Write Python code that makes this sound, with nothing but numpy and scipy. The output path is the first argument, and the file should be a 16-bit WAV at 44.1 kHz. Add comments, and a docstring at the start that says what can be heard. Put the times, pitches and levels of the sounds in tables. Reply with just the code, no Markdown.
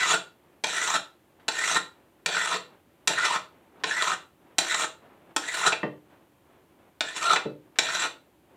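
"""Ten rasping file strokes on the edge of a steel blade at a wooden bench; the first is already under way.
The rasp is a rain of tiny clicks into the blade, while two rows of teeth sing and growl at their own pitches.
The other nine land with a clack. Burrs catch the teeth, and once the blade chatters by sticking and slipping.
Twice the file slips off with a clank, then steel knocks on the bench. A sleeve rustles and the handle ticks.
The work echoes in a small workshop, over the noise of still room air."""
import sys
import numpy as np
from scipy import signal
from scipy.fft import rfft, irfft, next_fast_len
from scipy.io import wavfile

SR = 44100
rng = np.random.default_rng(int(sys.argv[2]) if len(sys.argv) > 2 else 0)


def output_pcm(signal):
    """Save a mono or channel-first signal as 16-bit PCM at the path in sys.argv[1].

    Samples are clipped to [-1, 1] before scaling.
    """
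    pcm = np.clip(np.atleast_2d(signal).T, -1, 1) * 32767
    wavfile.write(sys.argv[1], SR, np.round(pcm).astype(np.int16))


N = 377665
TIME = np.arange(N) / SR

# pushes of the file: (start t/s, length t/s, rasp level/dB, change under a light hand/dB,
#   hand bears down at share 0-1, hiss level relative to other strokes/dB, song of fine teeth level/dB,
#   song strongest at share 0-1, growl of coarse teeth level/dB, sag of the growl f/Hz, final dig/dB)
STROKES = [ (-.12, 0.28, -27, -6.5, 0.6, -2.5, -25, .5, -24, 130.6, 1.5),
           (.668, 0.3, -31.5, -3.5, .5, -0.5, -26.5, .44, -30, 199.5, 9.5),
           (1.514, .269, -32.5, -5, .3, 0.5, -24.5, .44, -31.5, 79.83, 4.5),
           (2.29, 0.28, -32, 2, 0.4, -4, -26.5, .35, -29, 169.5, -0.5),
           (3.103, 0.27, -31.5, -1, 0.4, -4.5, -25.5, .38, -25.5, 338.7, -2),
           (3.869, .277, -33.5, -2, .45, -3, -23.5, .3, -29.5, 243, 1),
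           (4.611, .241, -31.5, -2.5, 0.41, -0.5, -26.5, 0.4, -28, 129.1, 1),
           (5.39, 0.3, -32, -10, .5, .5, -30, .33, -31.5, 99.83, 5.5),
           (7.036, 0.31, -28.5, -16.5, 0.53, -3.5, -33.5, .12, -28.5, 281.3, 2.5),
           (7.82, 0.25, -32.5, -2.5, .38, -3, -31, .4, -32, 29.9, -3), ]
# resonances of the blade, or dead spots where the lift is negative: (f/Hz, width f/Hz, lift/dB)
BLADE = [(172, 21, 6), (230, 5.1, 5), (290, 8.5, 3), (564, 13, -7.5), (663, 130, 11), (770, 19, 11),
         (883, 47, 14.5), (984, 20, 3), (1035, 84, 6), (1206, 210, -13), (1300, 80, 9.5), (1363, 31, 5),
         (1470, 94, 8), (1630, 27, -7.5), (1842, 140, 9.5), (1960, 39, 3.5), (1985, 81, -4.5),
         (2403, 170, 8.5), (2756, 210, 6), (3490, 620, 8), (3967, 260, 11.5), (4470, 200, 5.5),
         (5720, 1100, 6.5), (7010, 60, 2), (7390, 790, 5.5), (8330, 330, 4.5)]
# tone colour of steel being struck: (f/Hz, level/dB)
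CLACK = [(50, -29.5), (120, -15), (300, 2.5), (700, -3), (1100, 4), (1600, 7.5), (2700, -3.5), (3800, -7),
         (4900, -9.5), (7400, -6.5), (9500, -14.5), (13000, -28), (16000, -35.5)]


def from_db(db):
    """Decibels to a plain factor."""
    return 10 ** (np.asarray(db) / 20)


def rms_one(x):
    """Scaled to rms (average strength) 1."""
    return x / np.sqrt(np.mean(x ** 2) + 1e-20)


def at_hz(points, hz):
    """A curve over frequency, read on a log-frequency axis."""
    f, value = np.transpose(points)
    return np.interp(np.log(np.maximum(hz, 1)), np.log(f), value)


def band(x, low_hz, high_hz):
    """Keeps the sound between two frequencies (Butterworth band-pass)."""
    edges = [low_hz, min(high_hz, SR / 2 - 1000)]
    return signal.sosfilt(signal.butter(2, edges, "band", fs=SR, output="sos"), x + 1e-18)


def drift(rate):
    """Slow random wandering with rms 1, through `rate` new random points a second."""
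    points = rng.standard_normal(N // 8)
    return rms_one(np.interp(TIME * rate, np.arange(len(points)), points))


def bump(x, centre, width):
    """A bell of height 1."""
    return np.exp(-np.minimum(((x - centre) / width) ** 2, 50))


def through(x, response):
    """Sends a sound through an impulse response (convolution), cut to length."""
    return signal.fftconvolve(x, response)[:N]


def body(spectrum, modes=(), size=16384):
    """Impulse response, of energy 1, of a broad spectrum with resonances standing on it."""
    hz = np.fft.rfftfreq(size, 1 / SR)
    level_db = at_hz(spectrum, hz)
    for f, width, lift in modes:
        level_db = level_db + lift / (1 + (2 * (hz - f) / width) ** 2)
    # minimum phase: the response starts at once, with nothing before the blow
    cepstrum = irfft(np.log(from_db(level_db)))[:size // 2]
    response = irfft(np.exp(rfft(2 * cepstrum, size) - cepstrum[0]))[:size // 2]
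    return response / np.linalg.norm(response)


def ring(force, modes):
    """Each mode (f/Hz, level/dB, t60/s) rings as a dying sine."""
    t, response = TIME[:SR], 0
    for k, (hz, db, t60) in enumerate(modes):
        response = response + (-1) ** k * from_db(db - 60 * t / t60) * np.sin(2 * np.pi * hz * t)
    return through(force, response)


def impacts(times, levels_db, t60):
    """Each contact is a brief crunch of tiny collisions, falling by 60 dB in t60 seconds."""
    force, age = np.zeros(N), TIME[:SR // 8]
    for s, db in zip(times, levels_db):
        crunch = rng.choice([-1, 1], len(age)) * from_db(db - 60 * age / t60)
        force[int(s * SR):][:len(age)] += crunch
    return force


def pressure(lift_s=0.019, ease_s=0.0075, seat_s=0.04, catch_s=0.0013, flutter_db=1.5, wobble_db=2.0):
    """Force of the file on the edge: on during a stroke, easing off at its end, unsteady, jumping at burrs."""
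    # burrs that catch the teeth: (t/s, extra force/dB, length t/s)
    burrs = [(.146, 0.5, 0.0076), (0.903, 3, 0.0081), (1.677, 5.5, 0.0085), (1.744, 4, 0.014),
             (2.403, 0, 0.0056), (3.133, 7.5, 0.0052), (3.186, 2, 0.0042), (3.251, 5.5, 0.011),
             (3.965, 2, 0.015), (4.023, 9, 0.0055), (4.125, 3, 0.0082), (4.744, 11, 0.0049),
             (4.793, 3, 0.005), (5.572, 7, 0.0041), (5.665, 6, 0.017), (7.086, 9, 0.0059),
             (7.164, 8.5, 0.024), (7.297, 8, 0.0042)]
    touching, burr_db = 0, 0
    for s, length, *_ in STROKES:
        touching = touching + np.interp(TIME - s, [-seat_s, 0, length - ease_s, length + lift_s], [0, 1, 1, 0])
    for s, db, length in burrs:
        corners = [s - catch_s, s, s + length / 2, s + 2 * length]
        burr_db = burr_db + np.interp(TIME, corners, [0, db, db, 0])
    return touching ** 2 * from_db(burr_db + flutter_db * drift(170) + wobble_db * drift(35))


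def stroke_now():
    """The current stroke's settings at each sample, with its progress, hand speed, lightness and final dig."""
    bear_down_share = 0.11   # part of a stroke over which the hand's weight comes on
    start_speed, fastest_at_share = .76, .58   # speed as a share of the top speed
    rows = np.array(STROKES)
    midway = (rows[:-1, 0] + rows[:-1, 1] + rows[1:, 0]) / 2   # middle of each pause
    names = "start length rasp_db light_db bear_at hiss_db song_db song_at growl_db sag_hz dig_db".split()
    now = dict(zip(names, rows.T[:, np.searchsorted(midway, TIME)]))
    place = now["place"] = np.clip((TIME - now["start"]) / now["length"], 0, 1)
    # the hand's speed follows an arch
    now["speed"] = start_speed + (1 - start_speed) * np.sin(np.pi / 2 * place / fastest_at_share)
    now["light"] = (1 - np.tanh((place - now["bear_at"]) / bear_down_share)) / 2
    now["dig"] = bump(place, .94, .08)   # the file digs in just before it leaves the edge
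    return now


def wandering(x, low_hz, high_hz, patchy_db, count):
    """As the contact travels along file and blade it feeds ever different groups of modes; rms 1."""
    size = next_fast_len(N)
    spectrum, hz = rfft(x, size), np.fft.rfftfreq(size, 1 / SR)
    edges, out = np.geomspace(low_hz, high_hz, count + 1), 0
    for low, high in zip(edges, edges[1:]):
        group = irfft(spectrum * (hz >= low) * (hz < high), size)[:N]
        out = out + group * from_db(patchy_db * (drift(35) + drift(140)) / np.sqrt(2))
    return rms_one(out)


def blade_flex(stroke):
    """The blade bends most as the file seats and leaves, a touch less under a light hand; in dB."""
    width_share = 0.082
    seating_db = 9 * bump(stroke["place"], 0, width_share)
    leaving_db = 8 * bump(stroke["place"], 0.97, width_share)
    return -11 + seating_db + leaving_db - 0.5 * stroke["light"]


def rasp(force, stroke, chips_per_s=5000, spread_db=2.5, sway_db=-18.0, scrape_db=-2.5, hiss_db=-2.0,
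         hiss_per_speed_db=20.0, middle_db=-6, flex_db=-1.0, dig_share=0.51):
    """Teeth tear off tiny chips; every break is a click into the blade. A faster hand sounds brighter."""
    # tone colour of a breaking chip: (f/Hz, level/dB)
    rasp_colour = [(50, -31.5), (110, -14), (180, -11.5), (350, 3.5), (600, -1), (1000, -1.5), (1500, 1.5),
                   (2600, 3), (3700, 0.5), (4900, -6), (7400, 1), (9500, -8.5), (13000, -23.5),
                   (16000, -27.5)]
    level_db = stroke["rasp_db"] + stroke["light_db"] * stroke["light"]
    level_db = level_db + dig_share * stroke["dig_db"] * stroke["dig"]
    hiss_rel = stroke["hiss_db"] + hiss_per_speed_db * (stroke["speed"] - 1)
    flex_rel = blade_flex(stroke)
    sizes = from_db(spread_db * np.minimum(rng.exponential(1, N), 4)) * rng.choice([-1, 1], N)
    chips = sizes * (rng.random(N) < chips_per_s / SR)
    steel = through(chips, body(rasp_colour, BLADE))
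    flex = from_db(flex_db + flex_rel) * rms_one(band(steel, 140, 900))
    sway = from_db(sway_db + flex_rel) * rms_one(band(steel, 155, 205))   # the whole blade sways
    middle = from_db(middle_db) * wandering(steel, 900, 2200, patchy_db=2.0, count=3)
    scrape = from_db(scrape_db) * wandering(steel, 2200, 5000, patchy_db=2.3, count=5)
    hiss = from_db(hiss_db + hiss_rel) * wandering(steel, 5000, 17000, patchy_db=3.2, count=10)
    return force * from_db(level_db) * (flex + sway + middle + scrape + hiss)


def tooth_row(hz, level_db, jitter, rough_db, overtone_db, patchy_db, lock=.4, firm_db=-31):
    """Evenly spaced teeth cross the edge at a given rate; a firm bite is louder and steadier."""
    # how strongly the teeth drive the blade: (f/Hz, level/dB)
    tooth_drive = [(100, -31.5), (450, -10), (900, 3), (5000, -4)]
    level_db = level_db + patchy_db * drift(45)
    unsteady = jitter * np.clip(from_db(lock * (firm_db - level_db)), .5, 2)
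    phase = 2 * np.pi * np.cumsum(hz * (1 + unsteady * drift(900))) / SR
    push = np.sin(phase) + from_db(overtone_db) * np.sin(2 * phase)
    push = push * from_db(rough_db * drift(500))
    damped = [(f, width, lift / 2) for f, width, lift in BLADE]   # the biting teeth damp the blade
    return from_db(level_db) * rms_one(through(push, body(tooth_drive, damped)))


def singing_teeth(force, stroke, firmest=1.6, fine_db=-5.5, coarse_db=-2.5):
    """The fine row's pitch follows the hand's speed; the coarse row's growl falls and sags under load."""
    place, light, dig = stroke["place"], stroke["light"], stroke["dig"]
    # fine row: rate at top speed, then its levels outside its song
    fine_teeth_hz, fine_rest_db, fine_dig_db = 2015, -38.5, -37
    rest_db = fine_rest_db + stroke["light_db"] * light
    song_db = rest_db + (stroke["song_db"] - rest_db) * bump(place, stroke["song_at"], .23)
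    song_db = song_db + (fine_dig_db + stroke["dig_db"] - fine_rest_db) * dig
    fine = tooth_row(fine_teeth_hz * stroke["speed"], fine_db + song_db,
                     jitter=0.043, rough_db=4.5, overtone_db=-23.5, patchy_db=2.5)
    # coarse row: under a light hand it changes with the rasp and drops a further 3 dB; it takes a moment to build
    growl_hz = 1528 - 170.5 * place - stroke["sag_hz"] * bump(place, .74, .17)
    growl_db = stroke["growl_db"] + (stroke["light_db"] - 3) * light + stroke["dig_db"] * dig
    growl_db = growl_db - 10 * bump(place, 0, .15)
    coarse = tooth_row(growl_hz, coarse_db + growl_db,
                       jitter=.11, rough_db=4.0, overtone_db=-18.5, patchy_db=2.0)
    # the teeth need a firm bite to sing, and skid past a certain force
    bite = np.minimum(force * np.minimum(force, 1), firmest)
    return bite * (fine + coarse)


def room_air(level_db=-63):
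    """Still room air: steady noise with its own tone colour."""
    # tone colour of the air: (f/Hz, level/dB)
    air_colour = [(15, -61.5), (25, -32.5), (70, -5), (223, -7.5), (344, -1), (503, -16), (560, -5),
                  (624, -16.5), (714, -13), (1040, -15.5), (1130, -20), (2910, -22.5), (5140, -32),
                  (14800, -29), (16000, -40)]
    return from_db(level_db) * through(rng.standard_normal(N), body(air_colour))


def sleeve(rest_db=-69.5, rustle_width_s=0.079, flutter_db=2.0):
    """Cloth rubs as soft noise, swelling when the arm swings back."""
    # swings of the arm: (t/s, level/dB)
    rustles = [(0.519, -69), (1.45, -64), (2.02, -62.5), (2.721, -60.5), (3.03, -68.5), (3.58, -64.5),
               (3.81, -57.5), (4.499, -60), (5.091, -57.5), (5.289, -57), (6.14, -62.5), (6.551, -64),
               (6.82, -63.5), (7.75, -72), (8.52, -67)]
    # tone colour of the cloth: (f/Hz, level/dB)
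    cloth_colour = [(80, -15.5), (160, -1.5), (350, 1.5), (900, -2.5), (2000, -12), (3600, -21),
                    (5000, -37), (12000, -44)]
    arm = from_db(rest_db)
    for s, db in rustles:
        arm = arm + from_db(db) * bump(TIME, s, rustle_width_s)
    return arm * from_db(flutter_db * drift(45)) * through(rng.standard_normal(N), body(cloth_colour))


def landings(rebound_s=0.0042, knock_t60=0.037, t60=0.022, knock_db=-2.5, clack_db=-9.0, tick_db=1.5):
    """The file strikes the edge and rebounds once before it bites; the low knock lasts longest."""
    # the file lands: (t/s, overall level/dB, then relative to it: low knock/dB, bright tick/dB, rebound/dB)
    touchdowns = [(0.6384, -4, -14, -15, 2), (1.4817, -4.5, -13, -13.5, 2.5), (2.2607, -2.5, -14, -11, -5),
                  (3.0743, -3, -11, -2, -2.5), (3.8368, -6, -11.5, -20.5, 3),
                  (4.5835, -0.5, -12.5, -4.5, -3), (5.3631, -3.5, -10, -6.5, -3),
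                  (7.0074, -1.5, -10.5, -16.5, -10.5), (7.787, 4, -16.5, -13, -5.5)]
    s, peak_db, knock_rel, tick_rel, rebound_db = np.transpose(touchdowns)
    # parts of the clack: (lowest f/Hz, highest f/Hz, level/dB, t60/s)
    parts = [(70, 1500, knock_db + knock_rel, knock_t60), (2350, 5400, clack_db, t60),
             (5000, 25000, tick_db + tick_rel, t60)]
    out = 0
    for low_hz, high_hz, db, decay in parts:
        strike = impacts(s, peak_db + db, decay)
        rebound = impacts(s + rebound_s, peak_db + db + rebound_db, decay)
        out = out + band(strike + rebound, low_hz, high_hz)
    return through(out, body(CLACK, BLADE))


def ticks(t60=.12):
    """The handle shifts in the grip between strokes, with a faint tick."""
    # shifts of the handle: (t/s, level/dB)
    shifts = [(1.398, -47), (3.801, -48), (6.104, -55), (7.758, -39.5)]
    s, db = np.transpose(shifts)
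    return band(impacts(s, db, t60), 500, 2500)


def slips(clack_db=-1.0, ring_db=-45.5, dull_hz=4500):
    """The file drops off the edge and, now free, rings on."""
    # slips off the edge: (t/s, level/dB)
    drops = [(5.722, -15.5), (7.3598, -14.5)]
    # ringing of the file: (f/Hz, level/dB, t60/s)
    file_modes = [(800, -9, 0.15), (1335, -24, 0.11), (1868, -22.5, .1), (2575, 3, 0.12),
                  (2624, 13.5, 0.12), (4037, -22, .12), (4240, -23, .12), (4813, -22, .1)]
    s, peak_db = np.transpose(drops)
    force = impacts(s, peak_db, t60=0.073)
    clank = through(band(force, 200, dull_hz), body(CLACK, BLADE))
    return from_db(clack_db) * clank + from_db(ring_db) * ring(force, file_modes)


def knocks(ring_db=-3.5, thud_db=19.0, crack_db=-2.5):
    """Steel meets the wooden top; a softer touch leaves out the high modes."""
    # knocks on the bench: (t/s, level/dB, hardness as highest f/Hz)
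    blows = [(5.8317, -23.5, 2430), (7.4521, -25.5, 570)]
    # ringing of the bench with the steel on it: (f/Hz, level/dB, t60/s)
    bench_modes = [(135, -8, .16), (155.6, -5, 0.15), (209, -1, 0.11), (238, -7, 0.17), (301.5, -8.5, 0.42),
                   (333, -15, 0.19), (445, -2, 0.083), (541, -6, 0.076), (850, -5, 0.1), (900, -3, 0.092),
                   (1190, -8, 0.081), (1490, -13, 0.11), (1870, 6.5, 0.035), (2700, -4, 0.08),
                   (3130, -12, 0.098)]
    out = 0
    for s, db, hardness_hz in blows:
        blow = from_db(db + ring_db) * signal.unit_impulse(N, int(s * SR))
        thud = band(impacts([s], [db + thud_db], t60=0.12), 250, 567)
        crack = band(impacts([s], [db + crack_db], t60=0.12), 270, 3350)
        out = out + band(ring(blow, bench_modes) + thud + crack, 125, hardness_hz)
    return out


def chatter(gain_db=1.5, third_db=-13, half_db=-17, jitter=0.036, surge_db=3.5):
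    """Stick and slip lock on to a blade mode in surges; alternate slips differ, adding the octave below."""
    # path of the squeal: (t/s, f/Hz, level before the gain/dB)
    squeal_path = [(7.245, 1360, -32), (7.257, 1368, -24.5), (7.309, 1349, -18), (7.352, 1320, -35.5)]
    s, path_hz, path_db = np.transpose(squeal_path)
    hz, level_db = np.interp(TIME, s, path_hz), np.interp(TIME, s, path_db)
    phase = 2 * np.pi * np.cumsum(hz * (1 + jitter * drift(600))) / SR
    squeal = np.sin(phase) + from_db(third_db) * np.sin(3 * phase) + from_db(half_db) * np.sin(phase / 2)
    sticking = (TIME > s[0]) * (TIME < s[-1])
    return squeal * from_db(level_db + gain_db + surge_db * drift(130)) * sticking


def workshop(x, wet_db=-5.5, first_echo_s=0.003):
    """Dense reflections from bench and walls: noise in nine bands, each dying at its own pace."""
    # reverberation of the workshop: (f/Hz, t60/s)
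    reverb_times = [(110, .6), (220, 0.33), (450, 0.36), (1200, .25), (4000, 0.28), (8000, 0.23),
                    (15000, 0.25)]
    t, tail = TIME[:SR * 3 // 4], 0
    edges = np.geomspace(40, 20000, 10)
    white, hz = rfft(rng.standard_normal(len(t))), np.fft.rfftfreq(len(t), 1 / SR)
    for low, high in zip(edges, edges[1:]):
        noise = irfft(white * (hz >= low) * (hz < high), len(t))
        tail = tail + noise * from_db(-60 * t / at_hz(reverb_times, np.sqrt(low * high)))
    tail = tail * (t > first_echo_s)
    return x + from_db(wet_db) * through(x, tail / np.linalg.norm(tail))


def scene():
    """The work at the bench echoes in the room; air and sleeve are added without echo."""
    force, stroke = pressure(), stroke_now()
    work = rasp(force, stroke) + singing_teeth(force, stroke)
    work = work + landings() + ticks() + slips() + knocks() + chatter()
    return (workshop(work) + room_air() + sleeve())[None]


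def record(dry):
    """The small microphone loses the deep bass; the top is cut steeply."""
    dry = signal.sosfilt(signal.butter(2, 42, "high", fs=SR, output="sos"), dry)
    return signal.sosfilt(signal.ellip(10, .1, 80, 16100, fs=SR, output="sos"), dry)


dry = scene()
out = record(dry)
output_pcm(out)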